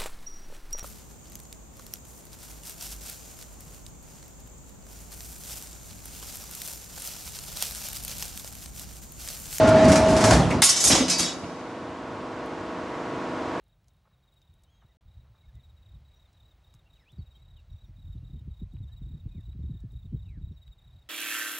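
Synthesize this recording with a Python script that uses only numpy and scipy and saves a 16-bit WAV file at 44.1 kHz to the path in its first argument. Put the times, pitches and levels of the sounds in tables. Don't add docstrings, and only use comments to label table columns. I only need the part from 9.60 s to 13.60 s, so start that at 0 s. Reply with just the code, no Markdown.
import sys
import numpy as np
from scipy import signal
from scipy.io import wavfile
from scipy.ndimage import uniform_filter1d

SR = 44100
rng = np.random.default_rng(int(sys.argv[2]) if len(sys.argv) > 2 else 0)


def volts_from_db(level):
    exponent = np.asarray(level, float) / 20
    return 10 ** exponent


def wav_out(sig):
    wavfile.write(sys.argv[1], SR, np.round(np.clip(np.atleast_2d(sig).T, -1, 1) * 32767).astype(np.int16))


N = 176400
T = np.arange(N) / SR

# start_s, level_db, rattle_t60_s, brightness_db_per_octave
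BOUNCES = [(1.019, -7.5, 0.37, -1), (1.0336, -10.5, 0.11, 21.5), (1.091, -3.5, 0.077, 9),
           (1.1094, -26.5, 0.54, -11), (1.159, -14.5, 0.19, 0.5), (1.202, -13, 0.17, 7),
           (1.239, -5.5, 0.05, 12.5), (1.249, -9.5, 0.093, 10), (1.269, -8.5, 0.25, 10.5),
           (1.3073, -7.5, 0.051, -6), (1.321, -12.5, 0.067, -7.5), (1.35, -10.5, 0.12, -5.5),
           (1.375, -21, 0.33, -10), (1.481, -16, 0.089, -4), (1.497, -11.5, 0.116, 2),
           (1.511, -17.5, 0.22, -4.5), (1.582, -16, 0.19, 9.5), (1.5917, -14.5, 0.16, -3.5),
           (1.6286, -26, 0.51, -8.5)]
# pitch_hz, level_db
STRIP_TONE = [(410, -38.5), (700, -3.5), (1040, -8.5), (2400, -8.5), (5520, -2), (6270, -1.5),
              (11200, -13.5), (13900, -33), (15000, -41)]
CROSS_HZ = [1990, 2280, 2720, 3050, 3400, 6360, 6740, 6928, 7400, 7840, 8142, 8457, 8810, 9084, 10600,
            10770, 12800, 13400, 13820, 14250, 14700]
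# start_s, level_db, t60_s
CLATTER_HITS = [(0.073, -21, 0.11), (0.0885, -20, 0.083), (0.245, -22, 0.13), (0.2797, -20, 0.75),
                (0.318, -13, 0.16), (0.3566, -13, 0.19), (0.4825, -24, 0.99), (0.5656, -17, 0.21),
                (0.6085, -17, 0.21), (0.6397, -12.5, 0.55), (0.7086, -11.5, 0.13), (0.7307, -14, 0.26),
                (0.903, -25.5, 0.15)]
# pitch_hz, level_db
CLATTER_TONE = [(240, -42), (400, -13), (701, -7.5), (1040, -5), (3150, -18), (5680, -11.5), (9520, -18.5),
                (12500, -30), (15000, -25)]
# start_s, level_db, centre_hz
KNOCKS = [(.709, -8.5, 246), (.714, -4, 65.6), (.75, -10, 176), (.795, -12.5, 170.7), (.826, -13.5, 134),
          (.853, -16.5, 143.6), (1.258, -15.5, 72), (1.3, -15.5, 520), (1.33, -18, 548), (1.35, -20.5, 610),
          (1.372, -22, 450), (1.408, -20, 295), (1.6, -24, 258), (1.835, -27, 180)]
BODY_HZ = [62, 105, 140, 176, 238, 258, 320, 545, 624, 740, 894]
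# start_s, level_db, pitch_hz, t60_s
PINGS = [(.05, -21, 1420, 0.11), (.1, -24, 1304, 0.095), (.24, -26, 4610, .004), (.33, -30, 1737, .15),
         (.345, -29.5, 2400, 0.13), (.355, -28, 5790, .015), (.61, -30, 4350, 0.045), (.64, -27, 5770, .05),
         (.7, -21, 4500, .01), (.775, -13, 138, 0.065), (0.903, -20, 2270, 0.0036),
         (1.02, -23, 1330, 0.013), (1.035, -29, 1102, .15), (1.24, -27.5, 3640, 0.13),
         (1.295, -17, 243, .15), (1.315, -17, 3070, 0.0035), (1.39, -34, 3730, 0.17),
         (1.395, -16.5, 257.5, 0.11), (1.451, -31, 177.6, 0.44), (1.49, -33, 2545, 0.22),
         (1.495, -26, 5800, 0.14), (1.5, -32, 5200, 0.22), (1.518, -25, 4640, 0.13),
         (1.61, -26, 4700, 0.11), (1.625, -30, 3814, 0.31), (1.625, -28, 5190, 0.22),
         (1.63, -29.5, 5470, 0.15)]
# time_s, level_db
LOAD = [
    (0, -18.5),
    (.3, -16),
    (.45, -20),
    (.7, -18.5),
    (.8, -24),
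    (.87, -30),
    (.95, -23.5),
    (1.02, -32.5),
    (1.1, -45),
]
# pitch_hz, level_db
RUMBLE_TONE = [(18, -48.5), (30, -21), (240, -6.5), (485, -19.5), (629, -7.5), (794, -19.5), (6530, -39.5),
               (10400, -52.5), (15000, -91)]
# pitch_hz, width_hz, level_db
FRAME = [(107.4, 14, -10.5), (241, 30, -6), (290.5, 11, -10.5), (388.4, 5.5, -11.5), (666, 7.9, -17),
         (865.3, 16, -10.5)]
# time_s, level_db
PUMP_LEVEL = [
    (0, -15.5),
    (.3, -16),
    (.35, -19.5),
    (.6, -20.5),
    (.63, -28),
    (.65, -15),
    (.705, -18.5),
    (.73, -45),
    (.8, -60.5),
]
# shaft_multiple, level_db
ORDER_LEVELS = [(10, -46.5), (11, -45), (12, -49), (13, -43.5), (14, -51.5), (15, -46.5), (18, -47.5),
                (19, -49.5), (20, -47.5), (21, -57), (23, -53.5), (24, -55), (25, -48), (26, -54.5),
                (27, -49.5), (28, -54), (30, -53), (34, -57), (36, -56), (38, -53.5), (39, -49.5),
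                (41, -58.5), (42, -57), (43, -58.5), (44, -50.5), (45, -53.5), (47, -73.5), (49, -67),
                (52, -56), (58, -57)]
# time_s, gain_db
GAIN = [
    (0, 8.5),
    (1.0, 3.5),
    (1.05, -14),
    (1.3, 2),
    (1.75, -3),
    (2.4, -2.5),
    (3.2, 0.5),
    (4.0, 4),
]
# pitch_hz, level_db
HALL_TONE = [(18, -45), (30, -13.5), (200, -1), (320, -12), (415, -7.5), (472, -4), (1090, -4), (7240, -32),
             (15000, -56.5)]
# pitch_hz, likeness_0_to_1
SAME = [(60, 0.98), (240, 1), (940, 0.95), (3710, 0.8), (8000, 0.84), (14700, 0.25)]


def evened(x):
    return x / np.sqrt(np.mean(x ** 2) + 1e-20)


def read(points, hz):
    f, value = np.transpose(points)
    return np.interp(np.log(hz + 1), np.log(f + 1), value)


def curve(rows):
    time_s, value = np.transpose(rows)
    return np.interp(T, time_s, value)


def noise(tone, patchy_db):
    hz = np.fft.rfftfreq(1024, 1 / SR)
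    a, b, c, d, patch = rng.standard_normal((N // 256 + 5, 513, 5)).T
    patch = uniform_filter1d(patch, size=8, axis=0)
    patch = evened(uniform_filter1d(patch, size=10, axis=1))
    same = np.clip(read(SAME, hz), 0, 1)[:, None]
    left = a + 1j * b
    right = same * left + np.sqrt(1 - same ** 2) * (c + 1j * d)
    z = np.array([left, right]) * volts_from_db(read(tone, hz)[:, None] + patchy_db * patch)
    return evened(signal.istft(z, nperseg=1024, noverlap=768)[1][:, :N])


def ring(x, hz, width):
    r = np.exp(-np.pi * width / SR)
    w = 2 * np.pi * hz / SR
    return signal.lfilter([0, np.sin(w)], [1, -2 * r * np.cos(w), r * r], x)


def burst(s, t60, rise_s):
    t = np.maximum(T - s, 0)
    return np.minimum(t / rise_s, 1) * volts_from_db(-60 * t / max(t60, .005))


def settle():
    flat_s, choke_db_per_s = 1.72, 172
    return volts_from_db(-choke_db_per_s * np.maximum(T - flat_s, 0))


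def strip_ringing(slope_db):
    ring_s, uneven_db, pair_split = 0.27, 6, 0.0073
    j = np.arange(-6, 23)
    bend = 5195 + 285 * j + 3.7 * j ** 2 - .06 * j ** 3
    twin = bend * (1 + pair_split * rng.standard_normal(len(j)))
    cross = np.array(CROSS_HZ)
    hz = np.concatenate([bend, twin, cross])
    bend_db = -9.0 * (bend < 4800)
    twin_db = -5 - 4.8 * (twin < 4800)
    cross_db = 1.5 - 8.4 * (cross < 4800) + 9 * (cross > 13000)
    extra_db = np.concatenate([bend_db, twin_db, cross_db])

    near = slice(SR, 2 * SR)
    shakes = np.array([(volts_from_db(db) * burst(s, t60, rise_s=0.0012))[near] for s, db, t60, _ in BOUNCES])
    tilt = np.outer(slope_db, np.log2(hz / 6000))
    luck = rng.standard_normal(tilt.shape).clip(-2, 1.4)
    share = volts_from_db(uneven_db * luck + tilt + extra_db + read(STRIP_TONE, hz))
    white = noise([(20, 0.0055), (20000, 0.0039)], patchy_db=-0.3)[:, near]
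    grit = white * volts_from_db(2.85 * rng.exponential(1, white.shape[1]).clip(0, 4) - 39)
    out = np.zeros((2, N))
    for k, f in enumerate(hz):
        width = 2.87 / ring_s * (f / 5000) ** .5
        out[:, near] += volts_from_db(-11.5) * ring(grit * (share[:, k] @ shakes), f, width)
    return out


def strip_crash(slope_db):
    power = np.array([(volts_from_db(db) * burst(s, 1.63 * t60, rise_s=0.00154)) ** 2 for s, db, t60, _ in BOUNCES])
    crash = noise(STRIP_TONE, patchy_db=2.5)
    crash = crash * volts_from_db(1.1 * evened(uniform_filter1d(rng.standard_normal(N), size=200)))
    low = signal.sosfilt(signal.butter(4, 5000, fs=SR, output="sos"), crash)
    high = signal.sosfilt(signal.butter(4, 4600, "high", fs=SR, output="sos"), crash)
    low = low * np.sqrt(volts_from_db(-2.2 * slope_db) @ power)
    high = high * np.sqrt(volts_from_db(0.23 * slope_db) @ power)
    return volts_from_db(-13.5) * (low + high)


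def strip():
    slope_db = np.array([row[3] for row in BOUNCES])
    bouncing = (strip_ringing(slope_db) + strip_crash(slope_db)) * settle()
    slap_tone = [(500, -15.5), (900, 0.0), (1400, 2), (2400, -3.5), (5000, -10.0)]
    slap = noise(slap_tone, patchy_db=-5.5) * burst(BOUNCES[0][0], 0.063, rise_s=0.0013)
    return bouncing + volts_from_db(-8) * slap


def clatter():
    power = np.zeros(N)
    for s, db, t60 in CLATTER_HITS:
        rattle = burst(s, t60, rise_s=0.0058) ** 2
        click = volts_from_db(db + 22) * burst(s, 0.028, rise_s=0.00075) ** 2
        power += volts_from_db(db) ** 2 * (rattle + click)
    return volts_from_db(-6.0) * np.sqrt(power) * noise(CLATTER_TONE, patchy_db=0.5)


def knocks():
    reach_octaves, body_s = 0.78, 0.35
    out = np.zeros(N)
    luck = rng.standard_normal((len(KNOCKS), len(BODY_HZ)))
    for k, hz in enumerate(BODY_HZ):
        drive = np.zeros(N)
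        for (s, db, centre_hz), row in zip(KNOCKS, luck):
            nearness = np.exp(-(np.log2(hz / centre_hz) / reach_octaves) ** 2)
            drive[round(s * SR)] = -volts_from_db(db + 2.0 * row[k]) * nearness
        out += volts_from_db(-10.5) * ring(drive, hz, 1.62 / body_s * max(hz / 200, 1) ** 0.76)
    power = np.zeros(N)
    for s, db, centre_hz in KNOCKS:
        power += (centre_hz / 400 * volts_from_db(db) * burst(s, .22, rise_s=0.0025)) ** 2
    thud_tone = [(60, -8.5), (230, -1.5), (600, -3), (4000, -20), (12000, -52.0)]
    return out + volts_from_db(-2) * np.sqrt(power) * noise(thud_tone, patchy_db=4.0)


def pings():
    out = np.zeros(N)
    choke = settle()
    for s, db, hz, t60 in PINGS:
        scrape = rng.standard_normal(N) * burst(s, 0.18, rise_s=0.013)
        rung = ring(scrape, hz, 1.15 / max(t60, .002))
        rung = volts_from_db(db) * rung / abs(rung).max()
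        out += rung if hz < 1000 else rung * choke
    return out


def stroke():
    out = noise(RUMBLE_TONE, patchy_db=2.0)
    white = noise([(20, 0), (20000, 0)], patchy_db=1.2)
    for hz, width, db in FRAME:
        out = out + volts_from_db(db) * evened(ring(white, hz, width))
    return out * volts_from_db(curve(LOAD) - 1.0)


def pump():
    whine_hz, waver_db, fuzz_db = 637.6, .8, -12
    sway = evened(uniform_filter1d(rng.standard_normal(N), size=900))
    tone = np.sqrt(2) * np.sin(2 * np.pi * whine_hz * T) * volts_from_db(waver_db * sway)
    fuzz = evened(ring(rng.standard_normal(N), whine_hz, 93))
    return (tone + volts_from_db(fuzz_db) * fuzz) * volts_from_db(curve(PUMP_LEVEL))


def tick():
    hiss = noise([(4000, -30), (9000, 2), (14000, 2)], patchy_db=3)
    return volts_from_db(-46.5) * burst(2.86, 0.019, rise_s=0.00037) * hiss


def idle():
    shaft_hz = 24.908
    out = volts_from_db(-38) * noise(HALL_TONE, patchy_db=0.5)
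    for order, db in ORDER_LEVELS:
        sway = np.interp(T, np.linspace(0, 4, 30), rng.standard_normal(30))
        turns = round(order) * shaft_hz * T + rng.random()
        hum = np.sin(2 * np.pi * turns + 0.1 * sway[::-1])
        out += np.sqrt(2) * volts_from_db(db + 0.72 * sway) * hum
    return out * volts_from_db(curve(GAIN))


def hall(x):
    t = T[:SR]
    dull = signal.lfilter([1], [1, -.55], rng.standard_normal((2, SR)))
    tail = dull * volts_from_db(-60 * t / 1.5) * (t > .015)
    return signal.fftconvolve(x, tail / np.linalg.norm(tail[0]), axes=1)[:, :N]


def scene():
    hits = clatter() + strip() + knocks() + pings()
    return hits + volts_from_db(-23.5) * hall(hits) + idle() + pump() + stroke() + tick()


def masked(x):
    from_hz, weak_db, share_db = 10800, -27, -11
    hz, _, z = signal.stft(x, SR, nperseg=2048, noverlap=1024)
    size = abs(z).max(axis=0)
    treble = size[(hz > 4500) & (hz < 9500)] ** 2
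    bass = size[hz < 1500] ** 2
    total = treble.sum(axis=0)
    strained = total > volts_from_db(2 * share_db) * bass.sum(axis=0)
    strained[1:] &= total[1:] < 3.5 * total[:-1]
    weak = size < volts_from_db(weak_db) * np.sqrt(treble.mean(axis=0))
    weak = weak & strained & (hz > from_hz)[:, None]
    return signal.istft(z * ~weak, SR, nperseg=2048, noverlap=1024)[1][:, :N]


def band_limit(x):
    return signal.sosfilt(signal.butter(12, 15270, fs=SR, output="sos"), x)


def record(dry):
    x = 0.87 * np.tanh(dry / 0.93) * volts_from_db(np.array([[-.2], [.2]]))
    x = signal.sosfilt(signal.butter(4, 53, "high", fs=SR, output="sos"), x)
    x = signal.sosfilt(signal.butter(6, 11550, fs=SR, output="sos"), x)
    mix = masked(x)
    return band_limit(mix)


dry = scene()
out = record(dry)
wav_out(out)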